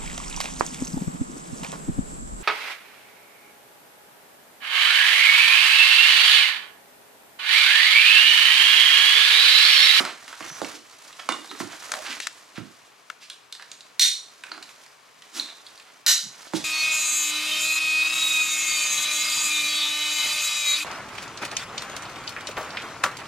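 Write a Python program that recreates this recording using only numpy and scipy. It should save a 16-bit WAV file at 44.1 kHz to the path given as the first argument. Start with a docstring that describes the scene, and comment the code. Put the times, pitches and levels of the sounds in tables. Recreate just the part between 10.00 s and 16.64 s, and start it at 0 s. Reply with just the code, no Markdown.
"""A small, hard-walled room: two people strap a dog onto a cloth stretcher on the floor.
Two plastic buckles snap shut and loose halves tap: struck bodies ring. Shoes, knees and a pole hit the floor.
Nylon webbing rustles, squeaks and pings and cloth flaps: shaped noise and grains, over the room's steady hush.
The camera's limiter ducks each snap, so the room's echo swells up just behind it."""
import sys
import numpy as np
from scipy import signal
from scipy.fft import rfft, irfft, next_fast_len
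from scipy.io import wavfile
from scipy.ndimage import uniform_filter1d, minimum_filter1d, map_coordinates

SR = 44100
rng = np.random.default_rng(int(sys.argv[2]) if len(sys.argv) > 2 else 0)


def dump(signal):
    """Clip the signal to [-1, 1] and save it as 16-bit WAV at the path in sys.argv[1]."""
    limited = np.clip(np.atleast_2d(signal).T, -1, 1)
    pcm = np.round(limited * 32767).astype(np.int16)
    wavfile.write(sys.argv[1], SR, pcm)


N = 292867

# how straps, buckles and cloth lean in the stereo image: (frequency [Hz], left minus right [dB])
STRAP_SIDE = [(100, -12), (300, -17), (700, -10.5), (1300, -4.5), (4000, -2.5), (8000, -1), (11000, 3.5),
              (13000, -10.5)]
# likeness of the two channels, in echo and friction: (frequency [Hz], correlation [0-1])
CHANNEL_LIKENESS = [(60, 1), (200, 0.82), (640, 0.87), (1400, 0.72), (3500, 0.73), (7000, 0.83),
                    (15000, 0.5)]
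# gritty scrape of a sole or pole on the floor: (frequency [Hz], relative level [dB])
SCUFF_SPECTRUM = [(100, -66), (1000, 9), (2600, 11), (3800, 12.5), (7000, 6.5), (11000, -1), (13000, -17),
                  (16000, -39)]


def amp(db):
    """Decibels to an amplitude factor."""
    return 10 ** (np.asarray(db) / 20)


def unit(x):
    """The sound scaled to rms 1."""
    return x / np.sqrt(np.mean(x ** 2) + 1e-20)


def along(points, hz):
    """Read (frequency, value) points on a log frequency axis."""
    f, v = np.transpose(points)
    return np.interp(np.log(hz + 1), np.log(f + 1), v)


def add(track, s, sound):
    """Mix a sound into the track at time s."""
    start = max(round(s * SR), 0)
    part = sound[..., :max(track.shape[-1] - start, 0)]
    track[..., start:start + part.shape[-1]] += part


def filtered(x, response):
    """Multiply the spectrum of x by a response of frequency."""
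    n = x.shape[-1]
    m = next_fast_len(n + SR // 8)  # padding keeps the end from wrapping onto the start
    spectrum = rfft(x, m) * response(np.fft.rfftfreq(m, 1 / SR))
    return irfft(spectrum, m)[..., :n]


def causal(gain):
    """The response with this gain that rings only after it is struck (minimum phase)."""
    cepstrum = irfft(np.log(np.maximum(gain, 1e-6)))
    half = len(cepstrum) // 2
    cepstrum[1:half] *= 2
    cepstrum[half + 1:] = 0
    return np.exp(rfft(cepstrum))


def shape(points):
    """Gain curve of a (frequency [Hz], level [dB]) spectrum."""
    return lambda hz: amp(along(points, hz))


def band(centre_hz, octaves):
    """Gain curve of a smooth band with steep skirts, above a floor at -72 dB."""
    return lambda hz: np.exp(-.5 * (np.log2((hz + 1) / centre_hz) / octaves) ** 2) + amp(-72)


def resonances(modes, hz):
    """Summed power, as a gain, of (frequency [Hz], width [Hz], level [dB]) resonances."""
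    power = 0
    for centre, width, db in modes:
        mode = amp(db) * hz * width / (centre * centre - hz * hz + 1j * hz * width)
        power = power + np.abs(mode) ** 2
    return np.sqrt(power)


def placed(x, side):
    """Lean a sound to the left or right, band by band."""
    return filtered(x * np.ones((2, 1)), lambda hz: unit_pair(along(side, hz)))


def unit_pair(lean_db):
    """Left and right gains with a mean of one."""
    pair = amp(np.array([lean_db, -lean_db]) / 2)
    return pair / pair.mean(axis=0)


def stereo(pair, likeness):
    """Blend two unrelated signals as mid and side to a given left-right correlation."""
    def mid_side_gains(hz):
        angle = np.arccos(np.clip(along(likeness, hz), -1, 1)) / 2
        return np.array([np.cos(angle), np.sin(angle)])

    mid, side = filtered(pair, mid_side_gains)
    return np.array([mid + side, mid - side])


def blow(gain, contact, push=0.55, attack=0.00061, size=4096):
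    """A push and a dying chatter of micro-contacts through a body; the loudest 3 ms have rms 1."""
    t = np.arange(size) / SR
    decay = amp(-60 * t / max(contact, .002))  # contact [s] is the time to fall 60 dB
    force = rng.standard_normal(size) * decay * (1 - np.exp(-t / attack))
    force[round(attack * SR)] += 4 * push
    body = causal(gain(np.fft.rfftfreq(2 * size, 1 / SR)))
    x = irfft(rfft(force, 2 * size) * body)[:size]
    loudest_power = uniform_filter1d(x ** 2, 3 * SR // 1000, mode="constant").max()
    return x / np.sqrt(loudest_power)


def in_room(x, wet_db, build=0.0031):
    """The direct sound and a fresh diffuse tail that builds up and dies band by band."""
    # how long the room rings: (frequency [Hz], time to fall 60 dB [s])
    ring_times = [(150, 0.33), (1000, 0.3), (2200, 0.36), (4000, 0.39), (8000, 0.41), (12000, 0.3),
                  (15000, 0.11)]
    hz, t, z = signal.stft(rng.standard_normal((2, SR * 2 // 3)), SR, nperseg=256)
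    decay = amp(-60 * t / along(ring_times, hz)[:, None])
    tail = signal.istft(z * decay, SR, nperseg=256)[1]
    t = np.arange(tail.shape[1]) / SR
    tail = stereo(tail, CHANNEL_LIKENESS) * (1 - np.exp(-(t / build) ** 2))
    tail *= amp(wet_db) / np.linalg.norm(tail[0])
    tail[:, 0] += 1  # the direct sound
    return signal.fftconvolve(x[None], tail, axes=1)


def snaps(ring_db=-1, wet_db=-2.0):
    """Two sprung prongs jump into their slots one after the other and ring the hollow shell."""
    # buckles latching: (time [s], level [dB], delay of second prong [s], second prong re first [dB])
    latchings = [(3.9952, -3, .0035, -1), (6.0637, -2.5, .0042, -4.5)]
    # ringing shells of the two buckles: (frequency [Hz], width [Hz], relative level [dB])
    rear_shell = [(1470, 65, -5), (2230, 90, 0), (3040, 130, -1), (3670, 150, 12.5), (4160, 200, 10),
                  (4870, 200, -4), (5740, 300, 1.5), (7660, 540, -16), (8780, 560, -3)]
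    front_shell = [(1370, 130, -5.5), (1870, 170, -6), (2950, 160, -1.5), (4000, 170, 3.5),
                   (4200, 160, -11), (4940, 220, -4), (5500, 340, -3), (6870, 500, -16), (8100, 570, -14),
                   (11300, 1000, -23)]
    # sharp crack of the latch: (frequency [Hz], relative level [dB])
    latch_crack = [(60, -80), (280, -83), (650, -23), (1050, -42.5), (1400, -20), (2100, -10), (2800, -15),
                   (4000, 1), (4900, -14), (7000, -4), (8700, -16.5), (10200, -20), (12000, -10.5),
                   (16000, -47)]
    out = np.zeros((2, N))
    for (s, db, lag, second_db), shell in zip(latchings, [rear_shell, front_shell]):
        body = lambda hz: np.hypot(shape(latch_crack)(hz), amp(ring_db) * resonances(shell, hz))
        for delay, prong_db in [(0, 0), (lag, second_db)]:
            click = blow(body, contact=0.025, push=1.52)
            add(out, s + delay, amp(db + prong_db) * in_room(click, wet_db, build=0.0089))
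    return placed(out, STRAP_SIDE)


def taps():
    """Loose buckle halves knock lightly together: clicks with the room around them."""
    # (time [s], relative level [dB], ring [Hz], knock [Hz], knock relative level [dB])
    tap_rows = [(0.0504, -16.5, 3900, 1370, -8.5), (0.279, -26.5, 2600, 1440, -11),
                (0.3278, -30.5, 3300, 1220, -1), (0.425, -29, 2900, 1900, -8.5),
                (0.646, -24.5, 5330, 1970, -5), (1.1274, -30, 3070, 1210, -20),
                (1.4446, -32, 4070, 1060, -9), (1.513, -29, 3700, 1190, -2.5),
                (2.1268, -25.5, 2870, 2150, -6.5), (3.2995, -20.5, 3900, 1480, -21.5),
                (3.5246, -18.5, 3760, 1690, -30), (3.5498, -28.5, 4340, 1770, -16),
                (3.596, -38.5, 4040, 1590, 2), (3.6234, -29.5, 4080, 1600, -11),
                (3.7153, -24, 4200, 2360, -22), (3.807, -27.5, 4100, 2320, -27),
                (4.4364, -25, 2830, 1760, -7.5), (4.5162, -32.5, 4200, 1340, 3),
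                (4.5773, -38, 4590, 1120, 1.5), (4.626, -24, 4130, 1780, -19.5),
                (4.6905, -34.5, 2630, 2320, -10), (4.8628, -35.5, 4950, 1585, -11),
                (5.221, -32.5, 3430, 1930, -15), (5.6648, -29.5, 3700, 1910, -27),
                (5.7761, -31.5, 4200, 1880, -29), (5.7982, -32.5, 2970, 2320, -15)]
    out = clicks(list(tap_rows) + stray_taps(), width_hz=870, knock_width_hz=1170, knock_gain_db=10.5,
                 crack_db=-7.0, contact=0.023, wet_db=-4.5)
    return amp(-12.5) * placed(out, STRAP_SIDE)


def ticks():
    """Small clicks so close to the camera that they stay almost dry, with broad, short rings."""
    # (time [s], relative level [dB], ring [Hz], knock [Hz], knock relative level [dB])
    tick_rows = [(1.918, -12, 6940, 1420, -14), (1.938, -17.5, 4300, 1500, -9.5),
                 (2.2014, -14.5, 2690, 1750, -28), (2.2695, -14, 6100, 1570, -12),
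                 (3.0999, -24.5, 2550, 1650, -4.5)]
    # lean of these close sounds: (frequency [Hz], left minus right [dB])
    near_side = [(300, -2), (1400, 8), (4000, 5), (12000, -2)]
    out = clicks(tick_rows, width_hz=3700, knock_width_hz=1230, knock_gain_db=12.5,
                 crack_db=-10.5, contact=0.018, wet_db=-19.0)
    return amp(-11) * placed(out, near_side)


def stray_taps(count=8, level_db=-41, spread_db=3.0, follow=0.7, ring_hz=3900, knock_hz=1600, knock_db=-12):
    """Rows of faint chance taps as the straps swing, stronger when the hands are busy."""
    times = (np.arange(count) + rng.random(count)) * N / SR / count
    rows = []
    for s, (a, b, c) in zip(times, rng.standard_normal((count, 3))):
        db = level_db + follow * effort_db(s) + spread_db * a
        rows.append((s, db, ring_hz * np.exp(.2 * b), knock_hz * np.exp(0.25 * b), knock_db + 3 * c))
    return rows


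def clicks(rows, width_hz, knock_width_hz, knock_gain_db, crack_db, contact, wet_db, dull_hz=8000, crack_s=0.014):
    """Light plastic contacts: one short ring, a hollow knock and a bright crack."""
    # crack of hard plastic: (frequency [Hz], relative level [dB])
    plastic_crack = [(1500, -25), (5000, -3.5), (8000, 1.5), (11000, -8.5), (13500, -18), (16000, -53)]
    out = np.zeros((2, N))
    for s, db, ring_hz, knock_hz, knock_rel_db in rows:
        ring_body = lambda hz: resonances([(ring_hz, width_hz, 0)], hz) / (1 + (hz / dull_hz) ** 4)
        knock_body = lambda hz: resonances([(knock_hz, knock_width_hz, 0)], hz) ** 2
        ring = blow(ring_body, contact)
        knock = amp(knock_rel_db + knock_gain_db) * blow(knock_body, contact)
        crack = amp(crack_db) * blow(shape(plastic_crack), crack_s)
        add(out, s, amp(db) * in_room(ring + knock + crack, wet_db))
    return out


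def bumps(boom_gain_db=-1, thud_gain_db=-1, scuff_db=-10, slap_wet_db=-3, thud_wet_db=1.5,
          slap_octaves=0.73, settle=0.00376):
    """A sole or a pole slaps and scuffs the floor; the weight settles just after with a boom and a thud."""
    # shoes, knees and stretcher meeting the floor: (time [s], slap level [dB], slap centre [Hz],
    # boom relative level [dB], thud relative level [dB], slap and scuff contact [s])
    landings = [(0.002, -21.5, 1270, -30.5, -38, 0.058), (0.406, -31.5, 1090, -42, -50, 0.041),
                (0.6166, -23, 674, -34.5, -40.5, 0.018), (1.2897, -17, 1065, -31.5, -49, 0.024),
                (1.602, -28.5, 1170, -29, -38.5, 0.071), (2.577, -37.5, 1040, -33.5, -31.5, 0.066),
                (6.5349, -25.5, 866, -24, -30.5, 0.025)]
    # booming and thudding of the floor: (frequency [Hz], relative level [dB])
    boom_spectrum = [(60, -32), (150, -14), (220, -2), (330, 7), (440, -7), (700, -12.5), (2000, -88)]
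    thud_spectrum = [(25, -42), (65, -30), (105, -4.5), (170, 0), (240, -1), (450, -22), (1500, -45)]
    # lean of the floor sounds: (frequency [Hz], left minus right [dB])
    floor_side = [(60, -18), (300, -18), (700, -11), (1300, -5), (2500, -3.5), (9000, 0)]
    out = np.zeros((2, N))
    for s, slap_db, slap_hz, boom_db, thud_db, contact in landings:
        slap = amp(slap_db) * blow(band(slap_hz, slap_octaves), contact, push=2.85)
        scuff = amp(slap_db + scuff_db) * blow(shape(SCUFF_SPECTRUM), contact)
        boom = amp(boom_gain_db + boom_db) * blow(shape(boom_spectrum), contact=0.035, push=4.6)
        thud = amp(thud_gain_db + thud_db) * blow(shape(thud_spectrum), contact=0.035, push=1.8)
        add(out, s, in_room(slap + scuff, slap_wet_db))
        add(out, s + settle, in_room(boom, thud_wet_db) + in_room(thud, thud_wet_db))
    return placed(out, floor_side)


def pole(scuff_db=-2, wet_db=-5):
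    """The stretcher's pole lands and bounces: it scuffs the floor and rings briefly at each contact."""
    # (time [s], level [dB])
    knocks = [(1.2891, -25.5), (1.3224, -29.5)]
    # what the pole rings with: (frequency [Hz], width [Hz], relative level [dB])
    pole_modes = [(1053, 14, -4), (1286, 43, -3.5), (1970, 54, -10), (2860, 33, -5), (3623, 29, 2)]
    out = np.zeros((2, N))
    for s, db in knocks:
        ring = blow(lambda hz: resonances(pole_modes, hz), contact=0.006, push=1.3)
        scuff = amp(scuff_db) * blow(shape(SCUFF_SPECTRUM), contact=0.016)
        add(out, s, amp(db) * in_room(ring + scuff, wet_db))
    return placed(out, STRAP_SIDE)


def webbing():
    """Webbing rushes over cloth and floor; narrow bands make squeaks and brief pings of tapped buckles."""
    # broad pulls, then narrow squeaks and pings:
    # (time at its height [s], level [dB], centre [Hz], half-length [s])
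    pulls = [(0.036, -33.5, 1370, 0.021), (0.096, -37.5, 1360, 0.015), (0.45, -43, 1700, 0.012),
             (0.755, -44.5, 3950, 0.012), (1.199, -34, 1550, 0.0045), (1.604, -37.5, 4860, 0.0099),
             (1.72, -43.5, 1500, 0.017), (1.809, -50, 1260, 0.011), (2.073, -33.5, 1860, 0.015),
             (2.112, -33.5, 2600, 0.01), (2.227, -37, 3600, 0.015), (2.57, -42.5, 1800, 0.012),
             (3.234, -45, 3300, 0.015), (3.615, -50, 1410, 0.014), (4.536, -47, 1160, 0.018),
             (5.376, -35.5, 5000, 0.022), (5.385, -40, 1490, 0.024), (5.49, -47, 1570, 0.018),
             (5.88, -53.5, 1510, 0.024), (6.479, -46, 3920, 0.0055), (6.564, -30.5, 4070, 0.012)]
    squeaks_and_pings = [(0.521, -45, 6000, 0.058), (1.505, -39, 3820, 0.008), (1.965, -41, 660, 0.032),
                         (3.719, -39, 6660, 0.0023), (4.519, -32.5, 4380, 0.0021),
                         (5.3993, -17, 4020, 0.002), (5.46, -43.5, 3800, 0.061),
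                         (5.668, -39.5, 4400, 0.0036)]
    broad = swishes(pulls, octaves=0.78, narrowing=0.36, wet_db=-3)
    narrow = swishes(squeaks_and_pings, octaves=0.092, narrowing=0.65, wet_db=-7.5)
    return broad + narrow


def cloth_flaps():
    """The stretcher's cloth flaps as it is tugged: low swells of band noise."""
    # (time at its height [s], level [dB], centre [Hz], half-length [s])
    tugs = [(0.52, -55, 168, 0.012), (0.76, -49.5, 318, 0.02), (1.38, -51, 343, 0.035),
            (1.525, -47, 317, 0.017), (2.11, -51, 303, 0.019), (4.56, -57.5, 294, 0.045),
            (5.38, -48.5, 295, 0.025), (6.262, -51.5, 186, 0.017)]
    return swishes(tugs, octaves=0.39, narrowing=0, wet_db=-3)


def swishes(rows, octaves, narrowing, wet_db, grit_db=1.5, reference_hz=4130):
    """Gritty band noise swells and dies; with narrowing, higher swishes are narrower in octaves."""
    out = np.zeros((2, N))
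    for s, db, centre_hz, half in rows:
        t = np.arange(-3 * half, 3 * half, 1 / SR)
        grit = rng.standard_normal(SR // 2 + len(t))
        grit *= amp(grit_db * unit(uniform_filter1d(rng.standard_normal(len(grit)), size=60)))
        # a swish centred on reference_hz has a width of exactly octaves
        width = octaves * (reference_hz / centre_hz) ** narrowing
        rush = unit(filtered(grit, band(centre_hz, width)))[:len(t)]
        add(out, s + t[0], amp(db) * in_room(rush * swell(t, half), wet_db))
    return placed(out, STRAP_SIDE)


def swell(t, half):
    """A smooth rise and fall around t = 0."""
    return np.exp(-.5 * (t / half) ** 2)


def rustle(flap_db=-62, rub_db=-51, hiss_db=-50.5, flap_grows=0.83, rub_grows=1.36, hiss_grows=1.16,
           jerk_db=1.45, jerks_per_s=30):
    """Cloth flaps, webbing rubs the stretcher and its weave hisses; all grow with the hands' jerky effort."""
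    # low flapping, mid rubbing and bright hiss: (frequency [Hz], relative level [dB])
    flap_spectrum = [(40, -65), (110, -16.5), (290, 2.5), (450, -3.5), (700, 4), (1500, -81)]
    rub_spectrum = [(250, -18.5), (650, -7), (1250, -1), (2200, -4.5), (3300, -11.5), (7000, -31)]
    hiss_spectrum = [(1500, -23), (3000, 0), (4200, 3.5), (6500, 3), (9000, -3), (12000, -7), (16000, -38)]
    # random changes of pace, smoothly joined
    paces = rng.standard_normal(N * jerks_per_s // SR + 4)
    jerks = map_coordinates(paces, [np.arange(N) * jerks_per_s / SR])
    effort = effort_db(np.arange(N) / SR) + jerk_db * jerks
    flap = friction(flap_spectrum, slips_per_s=160, spread_db=3.5, smooth=0.42)
    rub = friction(rub_spectrum, slips_per_s=450, spread_db=3.4, smooth=1.1)
    hiss = friction(hiss_spectrum, slips_per_s=900, spread_db=-1.5, smooth=1.6)
    flap *= amp(flap_db + flap_grows * effort)
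    rub *= amp(rub_db + rub_grows * effort)
    hiss *= amp(hiss_db + hiss_grows * effort)
    return placed(flap + rub + hiss, STRAP_SIDE)


def effort_db(t):
    """Effort of the hands on cloth and webbing, above or below the usual -46.5 dB."""
    # (time [s], effort [dB])
    effort_points = [(0.0, -31.5), (0.13, -47), (0.35, -44.5), (0.52, -43), (0.63, -41), (0.74, -42),
                     (0.81, -51.5), (1.03, -48), (1.39, -47), (1.76, -42), (2.12, -40.5), (2.25, -48.5),
                     (2.96, -55), (3.57, -61.5), (3.7, -52.5), (3.83, -54.5), (4.03, -56.5), (4.16, -62),
                     (4.29, -53.5), (4.66, -48), (4.84, -53), (5.05, -56.5), (5.29, -52), (5.49, -50),
                     (5.92, -53), (6.12, -58.5), (6.23, -50.5), (6.64, -45)]
    return np.interp(t, *np.transpose(effort_points)) + 46.5


def friction(spectrum, slips_per_s, spread_db, smooth, clump_db=2):
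    """Fibres catch and slip in clumps: tiny grains of uneven size on a smooth rush, rms 1."""
    sizes = amp(spread_db * np.minimum(rng.exponential(size=N), 3))
    slips = (rng.random(N) < slips_per_s / SR) * sizes
    grains = unit(slips * rng.choice([-1, 1], (2, N)))
    clumps = amp(clump_db * unit(uniform_filter1d(rng.standard_normal(N), size=300)))
    rough = clumps * (grains + smooth * rng.standard_normal((2, N)))
    return unit(filtered(stereo(rough, CHANNEL_LIKENESS), shape(spectrum)))


def air(level_db=-55.5):
    """The steady hush of the room: shaped noise, loosely alike in the two channels."""
    # (frequency [Hz], relative level [dB])
    hush_spectrum = [(15, -55), (25, -50), (120, -8), (354, -10.5), (416, -1.5), (476, -6), (840, -4),
                     (1100, 0.5), (1230, -2), (2110, -7), (2280, -3.5), (2690, -6.5), (4030, -11),
                     (13600, -23.5), (16000, -37)]
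    # (frequency [Hz], left-right correlation [0-1])
    hush_likeness = [(60, 0.16), (640, 0.28), (1400, 0.4), (3100, 0.76), (7000, 0.45), (15000, .2)]
    # (frequency [Hz], left minus right [dB])
    hush_side = [(60, 14), (110, -15), (200, -5.5), (380, 4), (700, 11.5), (1290, 3), (2380, 4), (4400, 2),
                 (8120, 6), (15000, -10)]
    hush = filtered(stereo(rng.standard_normal((2, N)), hush_likeness), shape(hush_spectrum))
    return amp(level_db) * placed(unit(hush), hush_side)


def scene():
    """Buckles, floor, webbing and cloth together, over the air of the room."""
    buckles = snaps() + taps() + ticks()
    floor = bumps() + pole()
    fabric = webbing() + cloth_flaps() + rustle()
    return buckles + floor + fabric + air()


def record(dry, threshold_db=-6, squeeze=0.82, release_db_per_s=550, lag=1.8e-5, top_hz=15950):
    """The right microphone port hears lag [s] earlier; a fast limiter cuts most of each peak's excess."""
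    ports = np.array([[-1], [1]])
    x = filtered(dry, lambda hz: np.exp(1j * np.pi * hz * lag * ports))
    level_db = 20 * np.log10(np.abs(x).max(axis=0) + 1e-9)
    over_db = np.maximum(level_db - threshold_db, 0)
    # the ducking jumps up at a peak and recovers at a steady rate
    recovery = release_db_per_s * np.arange(N) / SR
    duck_db = np.maximum.accumulate(squeeze * over_db + recovery) - recovery
    gain = uniform_filter1d(minimum_filter1d(amp(-duck_db), size=24), size=24)
    return filtered(x * gain, lambda hz: hz < top_hz)  # nothing passes above top_hz


dry = scene()
out = record(dry)
dump(out)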